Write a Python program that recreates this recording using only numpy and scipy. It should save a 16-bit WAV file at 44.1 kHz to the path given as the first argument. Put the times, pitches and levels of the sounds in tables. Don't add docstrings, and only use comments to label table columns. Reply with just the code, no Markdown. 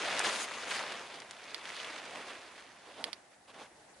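import sys
import numpy as np
from scipy import signal
from scipy.io import wavfile

SR = 44100
rng = np.random.default_rng(int(sys.argv[2]) if len(sys.argv) > 2 else 0)


def to_wav(s):
    ch = np.atleast_2d(s).T
    pcm = np.round(np.clip(ch, -1, 1) * 32767)
    wavfile.write(sys.argv[1], SR, pcm.astype(np.int16))


N = 176400
TIME = np.arange(N) / SR
USUAL_PULL_DB = -47
# frequency_hz, correlation
CLOTH_LIKENESS = [(30, .65), (80, 0.89), (350, 0.99), (1400, 0.92), (2800, 0.88), (5500, 0.63),
                  (9500, 0.18)]


def from_db(db):
    return np.exp(np.asarray(db) * (np.log(10) / 20))


def rms_one(x):
    return x / np.sqrt(np.mean(x ** 2) + 1e-20)


def in_time(rows, lag_s=0):
    return np.interp(TIME - lag_s, *np.transpose(rows))


def at_hz(rows, hz):
    frequencies, values = np.transpose(rows)
    return np.interp(np.log(hz), np.log(frequencies), values)


def panned(left_minus_right_db):
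    return from_db(np.array([[.5], [-.5]]) * left_minus_right_db)


def flicker(rate_hz, depth_db):
    hop, warm_up = 40, 2000
    r = np.exp(-2 * np.pi * rate_hz * hop / SR)
    noise = rng.standard_normal(N // hop + warm_up + 2)
    slow = signal.lfilter([1], [1, -2 * r, r * r], noise)[warm_up:]
    return np.repeat(from_db(depth_db * rms_one(slow)), hop)[:N]


def swells(rows):
    t = TIME[::20]
    power = sum(from_db(db) ** 2 * np.exp(-np.minimum(((t - centre_s) / half_width_s) ** 2, 20))
                for centre_s, half_width_s, db in rows)
    return np.interp(TIME, t, power)


def ring(t, hz, t60_s):
    t = np.clip(t, 0, 2 * t60_s)
    return np.sin(2 * np.pi * hz * t) * from_db(-60 * t / t60_s) * (t < 2 * t60_s)


def ticks(rows):
    out, t = np.zeros(N + SR), TIME[:SR // 50]
    for start_s, db, hz, cycles in rows:
        start = int(start_s * SR)
        out[start:start + len(t)] += from_db(db) * ring(t, hz, cycles / hz)
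    return out[:N]


def resonance(x, hz, width_hz):
    r = np.exp(-np.pi * width_hz / SR)
    feedback = [1, -2 * r * np.cos(2 * np.pi * hz / SR), r * r]
    return signal.lfilter(np.array([1, 0, -1]) * (1 - r * r) / 2, feedback, x)


def friction():
    return rng.standard_normal((2, 2, N))


def buckles(per_s, spread_db, share):
    clicks = (rng.random(N) < per_s / SR) * from_db(spread_db * np.minimum(rng.exponential(1, N), 4.5))
    signs = rng.choice([-1, 1], (2, 2, N))
    return np.sqrt(share) * rms_one(clicks) * signs + np.sqrt(1 - share) * friction()


def coloured(drive, spectrum, flicker_db, likeness=CLOTH_LIKENESS):
    out, edges = np.zeros((2, N)), np.geomspace(35, 12000, 21)
    for k, (low, high) in enumerate(zip(edges, edges[1:])):
        if high > spectrum[0][0]:
            bandpass = signal.butter(2, [low, high], "band", fs=SR, output="sos")
            centre_hz = np.sqrt(low * high)
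            alike = at_hz(likeness, centre_hz)
            gain = from_db(at_hz(spectrum, centre_hz)) * np.sqrt([[1 + alike], [1 - alike]])
            out += signal.sosfilt(bandpass, drive[k % 2]) * gain * flicker(31, flicker_db)
    mid, side = out
    return rms_one(np.array([mid + side, mid - side]))


def pull(lag_s=0):
    # time_s, level_db
    effort = [(0.0, -38.5), (0.25, -37), (0.46, -45.5), (0.82, -42.5), (0.92, -45.5), (1.24, -56.5),
              (1.49, -52), (1.81, -46.5), (2.19, -50), (2.32, -51), (2.65, -58.5), (3.0, -62.5),
              (3.12, -61), (3.3, -83)]
    still_s, fade_db_per_s = effort[-1][0], 13.5
    return in_time(effort, lag_s) - fade_db_per_s * np.maximum(TIME - still_s, 0)


def wind():
    # frequency_hz, relative_density_db
    spectrum = [(18, -48), (30, -17), (71, -9.5), (251, -3.5), (412, -4.5), (726, -0.5), (842, 7),
                (907, -3.5), (1030, -8), (1900, -5), (2560, -13.5), (5790, -14), (11000, -16.5),
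                (14300, -53), (22000, -120)]
    # frequency_hz, correlation
    likeness = [(30, 1), (150, 0.99), (800, 0.48), (3000, 0.2), (9000, 0.087)]
    level = from_db(-60) * flicker(rate_hz=1.7, depth_db=1.0)
    return level * coloured(friction(), spectrum, flicker_db=1.35, likeness=likeness)


def panels():
    # frequency_hz, relative_density_db
    spectrum = [(30, -56), (70, -19.5), (140, -18.5), (250, -4.5), (550, 1.5), (900, 0.5), (1500, -4),
                (3000, -8.5), (11000, -45)]
    level = from_db(-48.5 + pull(lag_s=0.045) - USUAL_PULL_DB)
    return level * coloured(buckles(per_s=900, spread_db=1.5, share=0.58), spectrum, flicker_db=1.5)


def folds():
    # centre_s, half_width_s, relative_level_db
    settlings = [(.11, 0.048, -42.5), (.274, .012, -38.5), (.80, 0.057, -47), (.93, 0.034, -52),
                 (1.17, 0.048, -53), (2.17, 0.042, -46.5), (2.30, 0.045, -50.5), (2.893, .035, -52.5),
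                 (3.01, 0.031, -46), (3.076, 0.017, -46), (3.50, 0.011, -54), (3.605, 0.04, -49),
                 (3.78, 0.073, -65)]
    # frequency_hz, relative_density_db
    spectrum = [(40, -41), (120, -15), (250, -3), (650, 1.5), (1000, -1.5), (1600, -9), (3500, -11.5),
                (6000, -23), (11000, -25)]
    level = from_db(-0.5) * np.sqrt(swells(settlings))
    return level * coloured(buckles(per_s=2200, spread_db=2.5, share=0.47), spectrum, flicker_db=1.4)


def slides():
    # start_s, length_s, level_db
    strokes = [(.0, 0.18, -72), (0.235, 0.22, -40.5), (0.458, 0.234, -55.5), (0.692, 0.077, -47.5)]
    # frequency_hz, relative_density_db
    spectrum = [(1000, -5), (3000, 1), (5300, -3.5), (7600, -3), (9200, -8), (11000, -5.5)]
    edge_s, zing_hz, zing_width_hz = 0.017, 6560, 670
    level = sum(from_db(db) * np.clip(np.minimum(TIME - s, s + length_s - TIME) / edge_s + .5, 0, 1)
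                for s, length_s, db in strokes)
    zing = rng.standard_normal(N) + 0.78 * rng.standard_normal((2, N))
    for _ in range(2):
        zing = resonance(zing, zing_hz, zing_width_hz)
    hiss = level * coloured(friction(), spectrum, flicker_db=2.0)
    zing_level = from_db(-57) * (level / from_db(-50)) ** 0.45
    return hiss + zing_level * flicker(rate_hz=26, depth_db=3.5) * rms_one(zing)


def crackles():
    # centre_s, half_width_s, level_db
    stretches = [(.26, 0.011, -38.5), (.755, 0.023, -49), (1.15, 0.034, -55.5), (1.44, 0.01, -60),
                 (1.50, 0.014, -53.5), (1.775, 0.035, -47), (1.96, 0.043, -58), (2.64, 0.023, -67),
                 (2.95, 0.049, -60)]
    # frequency_hz, relative_density_db
    spectrum = [(800, -28), (2200, -10), (3300, 1), (4400, -1), (6000, -10), (8000, -15.5), (11000, -17)]
    drive = buckles(per_s=1500, spread_db=5.5, share=0.4)
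    return np.sqrt(swells(stretches)) * coloured(drive, spectrum, flicker_db=3.5)


def wrinkles(pull_db):
    usual_per_s, low_hz, high_hz, ring_cycles = 100, 1200, 5450, 4.9
    chance, size, pitch = rng.random((3, N))
    flips = chance < usual_per_s * from_db(.4 * (pull_db - USUAL_PULL_DB)) / SR
    over_pull_db = 1 + 5 * np.minimum(-np.log(1 - size[flips]), 3)
    hz = low_hz * (high_hz / low_hz) ** pitch[flips]
    return ticks(zip(TIME[flips], pull_db[flips] + over_pull_db, hz, np.full(len(hz), ring_cycles)))


def pops():
    # start_s, relative_level_db, pitch_hz, ring_cycles
    creases = [(0.1937, -13, 8050, 5.2), (.2025, -18, 1580, 4), (.2112, -31, 1400, 5),
               (0.243, -30, 7000, 2.5), (0.274, -31, 4000, 2.5), (0.36, -23, 3500, 3),
               (.5180, -30, 1800, 5.6), (.6045, -39, 4000, 2.7), (.7128, -28, 2600, 9.2),
               (0.752, -27, 6460, 3), (0.793, -21, 2800, 3), (1.2026, -27.5, 5000, 3.3),
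               (1.22, -29, 2570, 2.6), (1.2935, -46, 7000, 2.5), (1.3102, -20, 5400, 1.8),
               (1.6552, -27, 3200, 3.7), (1.6922, -27, 3000, 3.1), (1.7028, -26, 2400, 4),
               (1.7665, -34, 4370, 16), (1.8004, -33, 2940, 16), (1.8466, -30, 3200, 8.4),
               (2.1584, -28, 2330, 4.8)]
    return panned(1.9) * from_db(5) * ticks(creases)


def pole():
    # start_s, level_db, left_minus_right_db, pitch_factor
    snaps = [(1.5454, -23, -8.5, 1.03), (3.0412, -17.5, -7, 0.97), (3.1306, -24.5, -10, 1.06)]
    # pitch_hz, relative_level_db, t60_s
    modes = [(1150, -14, 0.0054), (1940, -9, 0.0064), (3440, -4.5, 0.0063), (4080, -6, 0.0094),
             (4620, -3, 0.0035), (5750, -11, 0.0053), (9200, -20, 0.0027), (11000, -6, 0.0019)]
    # delay_s, gain_db
    echoes = [(.00057, -26.5), (.00086, -20), (.0034, -12)]
    left_lag_s = .00006
    t = TIME[:SR // 20] - np.array([[left_lag_s], [0]])
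    crack = from_db(1) * ring(t, hz=6360, t60_s=0.00051)
    out = np.zeros((2, N + SR))
    for start_s, level_db, pan_db, pitch in snaps:
        ringing = sum((-1) ** k * from_db(db + echo_db) * ring(t - delay_s, hz * pitch, t60_s)
                      for k, (hz, db, t60_s) in enumerate(modes)
                      for delay_s, echo_db in [(0, 0)] + echoes)
        start = int(start_s * SR)
        out[:, start:start + t.shape[1]] += from_db(level_db) * panned(pan_db) * (ringing + crack)
    return out[:, :N]


def tent_walls(clicks, t60_s=0.042):
    t = TIME[:SR // 5]
    tail = rng.standard_normal((2, len(t))) * from_db(-60 * t / t60_s)
    tail = rms_one(tail) / np.sqrt(len(t))
    return clicks + from_db(-7.5) * signal.fftconvolve(clicks, tail, axes=1)[:, :N]


def taut(cloth):
    # pitch_hz, width_hz, gain_db
    modes = [(694, 23, -4), (1070, 18, -16.5), (1235, 15, -14), (1337, 23, -31), (1583, 10, -14),
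             (2217, 21, -11.5), (2950, 30, -14.5), (3410, 90, -17.5), (4140, 57, -10.5)]
    ringing = sum(from_db(db) * resonance(cloth, hz, width_hz) for hz, width_hz, db in modes)
    return from_db(-1) * (cloth + ringing)


def rustle(pull_db):
    # centre_s, half_width_s, level_db
    tugs = [(.195, .025, -37.5), (.263, 0.0091, -38.5), (.717, 0.0079, -37), (.755, 0.038, -37.5),
            (.795, 0.0069, -40), (.922, 0.0028, -41.5), (1.16, 0.036, -53.5), (1.67, 0.021, -46.5),
            (1.82, 0.072, -53), (1.985, 0.0065, -43), (2.29, 0.017, -47), (2.43, .018, -55),
            (2.595, 0.022, -52.5), (3.335, 0.017, -62.5), (3.487, .006, -57), (3.507, 0.011, -58),
            (3.552, 0.0089, -53), (3.625, 0.03, -54)]
    # frequency_hz, relative_density_db
    spectrum = [(100, -18), (400, -30), (900, -2.5), (1600, 1.5), (2500, 0), (4000, -5), (5300, -8),
                (7500, -14), (11000, -16.5)]
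    click_share = 0.62
    level = np.sqrt(from_db(pull_db + 1) ** 2 + swells(tugs))
    busy = (level / from_db(USUAL_PULL_DB)) ** .4
    drive = buckles(per_s=2600 * busy, spread_db=3, share=click_share)
    drive_rms = np.sqrt(1 + click_share * (busy / busy.mean() - 1))
    return level / drive_rms * coloured(drive, spectrum, flicker_db=1.5)


def scene():
    # time_s, left_minus_right_db
    position = [(0, 0), (.5, 1.3), (1.3, -1), (1.8, -0.8), (3, -2.1), (4, -.5)]
    pull_db = pull()
    cloth = taut(rustle(pull_db) + panels()) + folds() + slides() + crackles()
    low_cut = signal.butter(2, 760, "high", fs=SR, output="sos")
    clicks = signal.sosfilt(low_cut, pops() + pole() + wrinkles(pull_db))
    return cloth * panned(in_time(position)) + tent_walls(clicks) + wind()


def record(dry):
    return signal.sosfilt(signal.ellip(12, .1, 70, 10950, fs=SR, output="sos"), dry)


dry = scene()
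out = record(dry)
to_wav(out)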